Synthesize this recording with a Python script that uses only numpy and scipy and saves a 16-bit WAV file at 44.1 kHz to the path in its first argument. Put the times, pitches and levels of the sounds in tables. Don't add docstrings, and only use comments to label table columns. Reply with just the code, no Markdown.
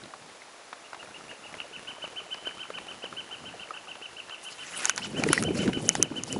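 import sys
import numpy as np
from scipy import signal
from scipy.fft import rfft, irfft
from scipy.io import wavfile
from scipy.ndimage import uniform_filter1d

SR = 44100
rng = np.random.default_rng(int(sys.argv[2]) if len(sys.argv) > 2 else 0)


def wav_out(sig):
    wavfile.write(sys.argv[1], SR, np.round(np.clip(np.atleast_2d(sig).T, -1, 1) * 32767).astype(np.int16))


N = 282019
T = np.arange(N) / SR
TOP_HZ = 11000


def undb(db):
    return 10 ** (np.asarray(db) / 20)


def curve(rows):
    return np.interp(T, *np.transpose(rows))


def envelope(s, held_s, attack_s, release_s):
    before = np.maximum((s - T) / attack_s, 0)
    after = np.maximum((T - s - held_s) / release_s, 0)
    return np.exp(-np.minimum(before + after, 20))


def add(out, s, sound):
    i = max(int(s * SR), 0)
    out[i:i + len(sound)] += sound[:max(N - i, 0)]


def unit(x):
    return x / np.sqrt(np.mean(x ** 2))


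def colour(x, points):
    hz, db = np.transpose(points)
    f = np.fft.rfftfreq(N, 1 / SR)
    gain = undb(np.interp(np.log(f + 1), np.log(hz), db)) * (f < TOP_HZ)
    return unit(irfft(rfft(x) * gain, N))


def noise(points):
    return colour(rng.standard_normal(N), points)


def walk(rate):
    k = int(SR / rate)
    steps = np.repeat(rng.standard_normal(N // k + 1), k)
    return unit(uniform_filter1d(steps, k)[:N])


def grains(rate, spread_db):
    impulses = (rng.random(N) < rate / SR) * rng.standard_normal(N)
    return impulses * undb(spread_db * np.clip(rng.standard_normal(N), -2, 2))


def bubble(hz, cycles, rise):
    u = np.arange(int(2 * cycles / hz * SR)) * hz / SR
    tone = np.sin(2 * np.pi * u * (1 + rise * u / cycles))
    ring = tone * (1 - np.exp(-u / .5)) ** 2 * np.exp(-4.5 * u / cycles)
    return ring / np.abs(ring).max()


def gurgles(rate, size_db, spread_db, middle_hz, cycles, rise):
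    out, count = np.zeros(N), 1200
    starts = np.cumsum(rng.exponential(size=count)) / rate
    for s, pitch, size in zip(starts, *rng.standard_normal((2, count))):
        hz = middle_hz * 2 ** (0.67 * np.clip(pitch, -2, 2))
        ring = bubble(hz, cycles * np.sqrt(hz / middle_hz), rise)
        add(out, s, undb(size_db + spread_db * min(size, 1)) * ring)
    return out


def plops(pockets, rise, splash_db, splash_s):
    out, spray = np.zeros((2, N))
    t = np.arange(SR // 20) / SR
    burst = t / splash_s * np.exp(-t / splash_s)
    for s, hz, db, cycles in pockets:
        add(out, s, undb(db) * bubble(hz, cycles, rise))
        add(spray, s, undb(db) * burst / np.sqrt(cycles))
    hiss = noise([(80, -18), (400, -2), (1500, 0), (3500, -11), (9000, -27)])
    return out + undb(splash_db) * spray * hiss


def open_air(level_db=-50):
    # frequency in Hz, relative level in dB.
    air_colour = [(30, -38), (130, -39), (300, -7), (640, -4), (1400, -7.5), (2800, -11.5), (6500, -15.5),
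                  (10800, -20)]
    return undb(level_db) * noise(air_colour)


def hull_wash():
    # time in seconds, level in dB.
    wash = [(0, -59), (.35, -63), (.9, -62), (1.05, -53), (1.4, -55.5), (1.65, -51.5), (2.2, -54.5),
            (2.5, -52), (3.4, -54.5), (4.2, -58.5), (4.7, -56.5)]
    # frequency in Hz, relative level in dB.
    wash_colour = [(30, -19.5), (80, -8.5), (170, -3.5), (400, -3.5), (1000, -7), (3000, -14),
                   (6000, -21.5)]
    wash_db = curve(wash)
    ripples = colour(grains(rate=900, spread_db=2.5), wash_colour) * undb(wash_db + 2 * walk(18))
    bubbles = gurgles(rate=42, size_db=-44, spread_db=3, middle_hz=1050, cycles=12, rise=0.093)
    return ripples + bubbles * undb(.5 * (wash_db - wash_db.mean()))


def hull_laps():
    # start in seconds, pocket pitch in Hz, ring peak in dB, ring time in cycles.
    laps = [(.037, 3900, -33, 15), (.0555, 543, -34.5, 4.1), (.1372, 1100, -30, 8.8), (.419, 2050, -37, 21),
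            (.7283, 1000, -26.5, 4.1), (.931, 1410, -29, 5.8), (.945, 1100, -31, 3.8),
            (1.0287, 1300, -34, 4.5), (1.3133, 1670, -32, 7.4), (1.541, 2010, -30.5, 5.4),
            (1.602, 2760, -23, 20), (2.0405, 570, -28, 4.8), (2.344, 4760, -29.5, 7.7),
            (2.3825, 1200, -37, 9), (2.470, 474, -27.5, 2.6), (2.5102, 1670, -34, 12), (2.702, 504, -29, 5),
            (2.7832, 1290, -28.5, 3.7), (3.040, 480, -30, 2.6), (3.1265, 1280, -31, 12),
            (3.7065, 1240, -26.5, 25), (3.872, 1200, -37, 12), (3.954, 3000, -34.5, 3.5),
            (4.014, 420, -36.5, 2.9), (4.2955, 3940, -32, 6.4), (4.2965, 1300, -36, 15)]
    return plops(laps, rise=0.033, splash_db=7.0, splash_s=0.0022)


def microphone_rumble(late_db=-2.5, gurgle_db=-2.5, attack_s=0.021, release_s=.04):
    # time in seconds, relative level in dB.
    buffets = [(4.86, -59), (4.868, -59), (5.312, -24.5), (5.338, -39), (5.4, -28.5), (5.524, -29),
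               (5.544, -34.5), (5.694, -25), (5.726, -37), (5.87, -34.5), (5.952, -43), (5.99, -28),
               (6.092, -45), (6.108, -38), (6.26, -44), (6.38, -29)]
    # time of full level in seconds, hold in seconds, level in dB.
    bumps = [(.02, 0.048, -52.5), (.22, .05, -57.5), (1.76, .04, -57), (2.75, .04, -52.5),
             (3.05, 0.17, -56.5), (3.42, 0.11, -51)]
    # frequency in Hz, relative level in dB.
    rumble_colour = [(25, -28), (60, -14), (110, -1), (180, 4), (320, -0.5), (480, -6.5), (720, -15),
                     (1200, -33), (3000, -37)]
    late = undb(late_db + curve(buffets)) * envelope(buffets[0][0], T[-1], attack_s, release_s)
    early = sum(undb(db) * envelope(s, held_s, attack_s, release_s) for s, held_s, db in bumps)
    gurgle = unit(gurgles(rate=120, size_db=0, spread_db=4.5, middle_hz=340, cycles=5, rise=.06))
    rumble = undb(1.67 * walk(37)) * noise(rumble_colour)
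    return (late + early) * rumble + undb(gurgle_db) * late * gurgle


def handling_clicks(ring_t60=0.017, tick_t60=0.0026, crack_t60=0.0062, knock_t60=0.02,
                    crack_db=-12, knock_db=-10):
    # start in seconds, ring pitch in Hz, its relative level in dB,
    # tick pitch in Hz, its relative level in dB.
    clicks = [(4.846, 1495, -16.5, 6400, -13), (4.8546, 1480, -14.5, 6540, -2),
              (4.8958, 1530, -7, 6160, -1), (4.9618, 1500, -39, 6470, -17), (4.9783, 1520, -13, 4520, -8),
              (5.045, 1490, -23.5, 6000, -36), (5.237, 2470, -8, 5760, -10.5),
              (5.288, 1940, -14, 8900, -15), (5.3302, 1406, -1.5, 9970, 4.5),
              (5.4253, 1310, -16, 9700, -10), (5.437, 1510, -20, 6650, -8), (5.677, 1490, -18, 6000, -41),
              (5.7319, 2900, -17.5, 6100, -39), (5.891, 2240, -11, 6180, 10), (5.9526, 810, -11, 6700, -10),
              (6.0266, 1380, -12.5, 6450, 5.5), (6.2363, 1500, -35, 6550, -9.5),
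              (6.327, 2920, -26, 6800, -10)]
    tones, cracks, knocks = np.zeros((3, N))
    t = np.arange(SR // 20) / SR
    onset = 1 - np.exp(-t / .00015)
    ring, tick, crack, knock = (onset * undb(-60 * t / t60)
                                for t60 in (ring_t60, tick_t60, crack_t60, knock_t60))
    for s, ring_hz, ring_db, tick_hz, tick_db in clicks:
        add(tones, s, .5 * undb(ring_db) * ring * np.sin(2 * np.pi * ring_hz * t))
        add(tones, s, undb(tick_db) * tick * np.sin(2 * np.pi * tick_hz * t))
        add(cracks, s, undb(tick_db) * crack)
        add(knocks, s, undb(ring_db) * knock)
    cracks *= noise([(1000, -15.5), (4500, -12.5), (6000, 0.5), (10500, -5)])
    knocks *= noise([(200, -32), (900, -9.5), (1400, 3.5), (2600, -0.5), (8000, -16.5)])
    return tones + undb(crack_db) * cracks + undb(knock_db) * knocks


def paddle_swish(flicker_db=3.5, release_s=0.027):
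    # time of full level in seconds, rise and hold in seconds,
    # relative level in dB, treble tilt in dB per octave.
    swishes = [(4.429, 0.0097, 0.009, -51, 5), (4.505, .015, .025, -47.5, -1),
               (4.805, 0.12, .065, -37, -2.4), (4.975, 0.012, 0.014, -40, -4), (5.04, 0.018, .02, -43.5, 0),
               (5.18, 0.044, .11, -43.5, -4.5), (5.325, 0.022, 0.069, -37, -3),
               (5.559, 0.014, .08, -38.5, -2.5), (5.82, 0.047, .065, -46, 2.5),
               (5.925, .012, 0.054, -45, -1.5), (6.165, .015, 0.023, -50, -2.5),
               (6.28, 0.023, 0.067, -47, 2.5)]
    # frequency in Hz, relative level in dB.
    swish_colour = [(400, -4), (900, -2), (1500, 4), (2500, 5), (4000, 3), (6500, 5.5), (8500, 3.5),
                    (10500, 2)]
    spectrum = rfft(colour(grains(rate=14000, spread_db=4.5), swish_colour))
    powers = np.array([(undb(db) * envelope(s, held_s, rise_s, release_s)) ** 2
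                       for s, rise_s, held_s, db, _ in swishes])
    total_power = powers.sum(axis=0)
    tilt_db = np.array(swishes)[:, -1] @ powers / total_power
    f = np.fft.rfftfreq(N, 1 / SR)
    edges = np.geomspace(100, TOP_HZ, 15)
    out = np.zeros(N)
    for lo, hi in zip(edges, edges[1:]):
        band = irfft(spectrum * (f >= lo) * (f < hi), N)
        octaves = max(np.log2(hi / 5000), -2)
        out += band * undb(tilt_db * octaves + flicker_db * walk(70))
    return np.sqrt(total_power) * out


def paddle_gulps():
    # start in seconds, pitch in Hz, ring peak in dB, ring time in cycles.
    gulps = [(5.195, 243, -19.5, 3.2), (5.264, 413, -17, 6.5), (5.302, 338, -14.5, 5.4),
             (5.3775, 1900, -12.5, 23), (5.505, 380, -18.5, 8.5), (5.589, 182, -20, 5),
             (5.678, 218, -15.5, 3.3), (5.689, 332, -18.5, 3.1), (5.772, 263, -20, 1.6),
             (5.999, 323, -20.5, 2.8), (6.113, 273, -24.5, 4.4)]
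    return plops(gulps, rise=0.03, splash_db=-9.5, splash_s=0.0048)


def woods(x, early_t60=0.16, late_t60=1.0, early_db=-6.5, late_db=-9.5):
    t = np.arange(SR) / SR
    early, late = (unit(undb(-60 * t / t60)) for t60 in (early_t60, late_t60))
    decay = np.hypot(undb(early_db) * early, undb(late_db) * late) / np.sqrt(SR)
    echoes = [signal.fftconvolve(x, decay * rng.standard_normal(SR))[:N] for _ in range(2)]
    return np.cos(2 * np.pi * T) * echoes[0] + np.sin(2 * np.pi * T) * echoes[1]


def bank(x, delay_s=.021, echo_db=-15):
    return undb(echo_db) * np.interp(T - delay_s, T, x, left=0)


def trill(start_s, count=39, period_s=.14217, crest_hz=3114, flat_hz=244, climb_s=0.884,
          sag_hz_per_s=10.9, scatter=0.0038):
    # time in seconds, level in dB.
    levels = [(.85, -54), (1.05, -45), (1.65, -44), (1.9, -37.5), (2.47, -32), (2.85, -40), (3.2, -36),
              (3.75, -44.5), (4.35, -43.5), (4.65, -37), (5.3, -34.5), (5.62, -30.5), (5.9, -35.5),
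              (6.32, -35.5)]
    k = np.arange(count)
    age = k * period_s + .0604 * (1 - np.exp(-k / 6))
    hz = crest_hz - flat_hz * np.exp(-(age / climb_s) ** 2) - sag_hz_per_s * age
    hz *= 1 + scatter * rng.standard_normal(count)
    times = start_s + age
    return zip(times, hz, np.interp(times, *np.transpose(levels)))


def bird(start_s=.857, half_note_s=.02, fade_s=0.024, lag_s=0.0017, waver=0.006, flutter_db=2,
         throat_hz=2320, interference_hz=2740, interference_width_hz=82, first_db=-13, third_db=-33):
    # time in seconds, gain in dB.
    interference = [(.9, 1), (1.7, 8.5), (2.3, -10), (2.8, 2), (3.3, -0.5), (3.6, 10), (4.3, 13.5),
                    (4.7, -1), (5.5, -8)]
    out, swell_db = np.zeros(N), curve(interference)
    drift, flutter = walk(200), walk(350)
    t = np.arange(-SR // 30, SR // 30) / SR
    for s, crest_hz, db in trill(start_s):
        i = int(s * SR)
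        span = slice(i - len(t), i)
        width = 1 - .18 * np.exp((start_s - s) / 1.2) + .04 * rng.standard_normal()
        u = t / (half_note_s * width)
        arch = np.maximum(1 - 0.0749 * u ** 2 - .012 * u ** 3 - .07 * u ** 4, .5)
        hz = crest_hz * arch * (1 + waver * drift[span])
        phase = np.pi * np.cumsum(hz) / SR
        effort = np.exp(-np.abs((t - lag_s) / (fade_s * width)) ** 6)
        effort *= undb(flutter_db * flutter[span])
        throat = 1 / np.sqrt(1 + (throat_hz / hz) ** 20)
        in_band = 1 / (1 + ((hz - interference_hz) / interference_width_hz) ** 2)
        swell = 1 + (undb(swell_db[i]) - 1) * in_band * (1 + 0.23 * u)
        first = undb(first_db + 0.35 * swell_db[i]) * np.sin(phase)
        second = throat * swell * np.sin(2 * phase)
        third = undb(third_db) * np.sin(3 * phase)
        add(out, s + t[0], undb(db) * effort * (first + second + third))
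    return out


def scene():
    song, laps, gulps = bird(), hull_laps(), paddle_gulps()
    shore = song + bank(song) + woods(song)
    lake = laps + hull_wash() + open_air()
    close_by = gulps + handling_clicks() + paddle_swish() + microphone_rumble()
    return (shore + lake + close_by)[None]


def record(dry, notch_hz=8270, overload=.72):
    notched = signal.lfilter(*signal.iirnotch(notch_hz, Q=22, fs=SR), dry)
    top_cut = signal.ellip(12, .2, 100, TOP_HZ, fs=SR, output="sos")
    return signal.sosfilt(top_cut, np.clip(notched, -overload, overload))


dry = scene()
out = record(dry)
wav_out(out)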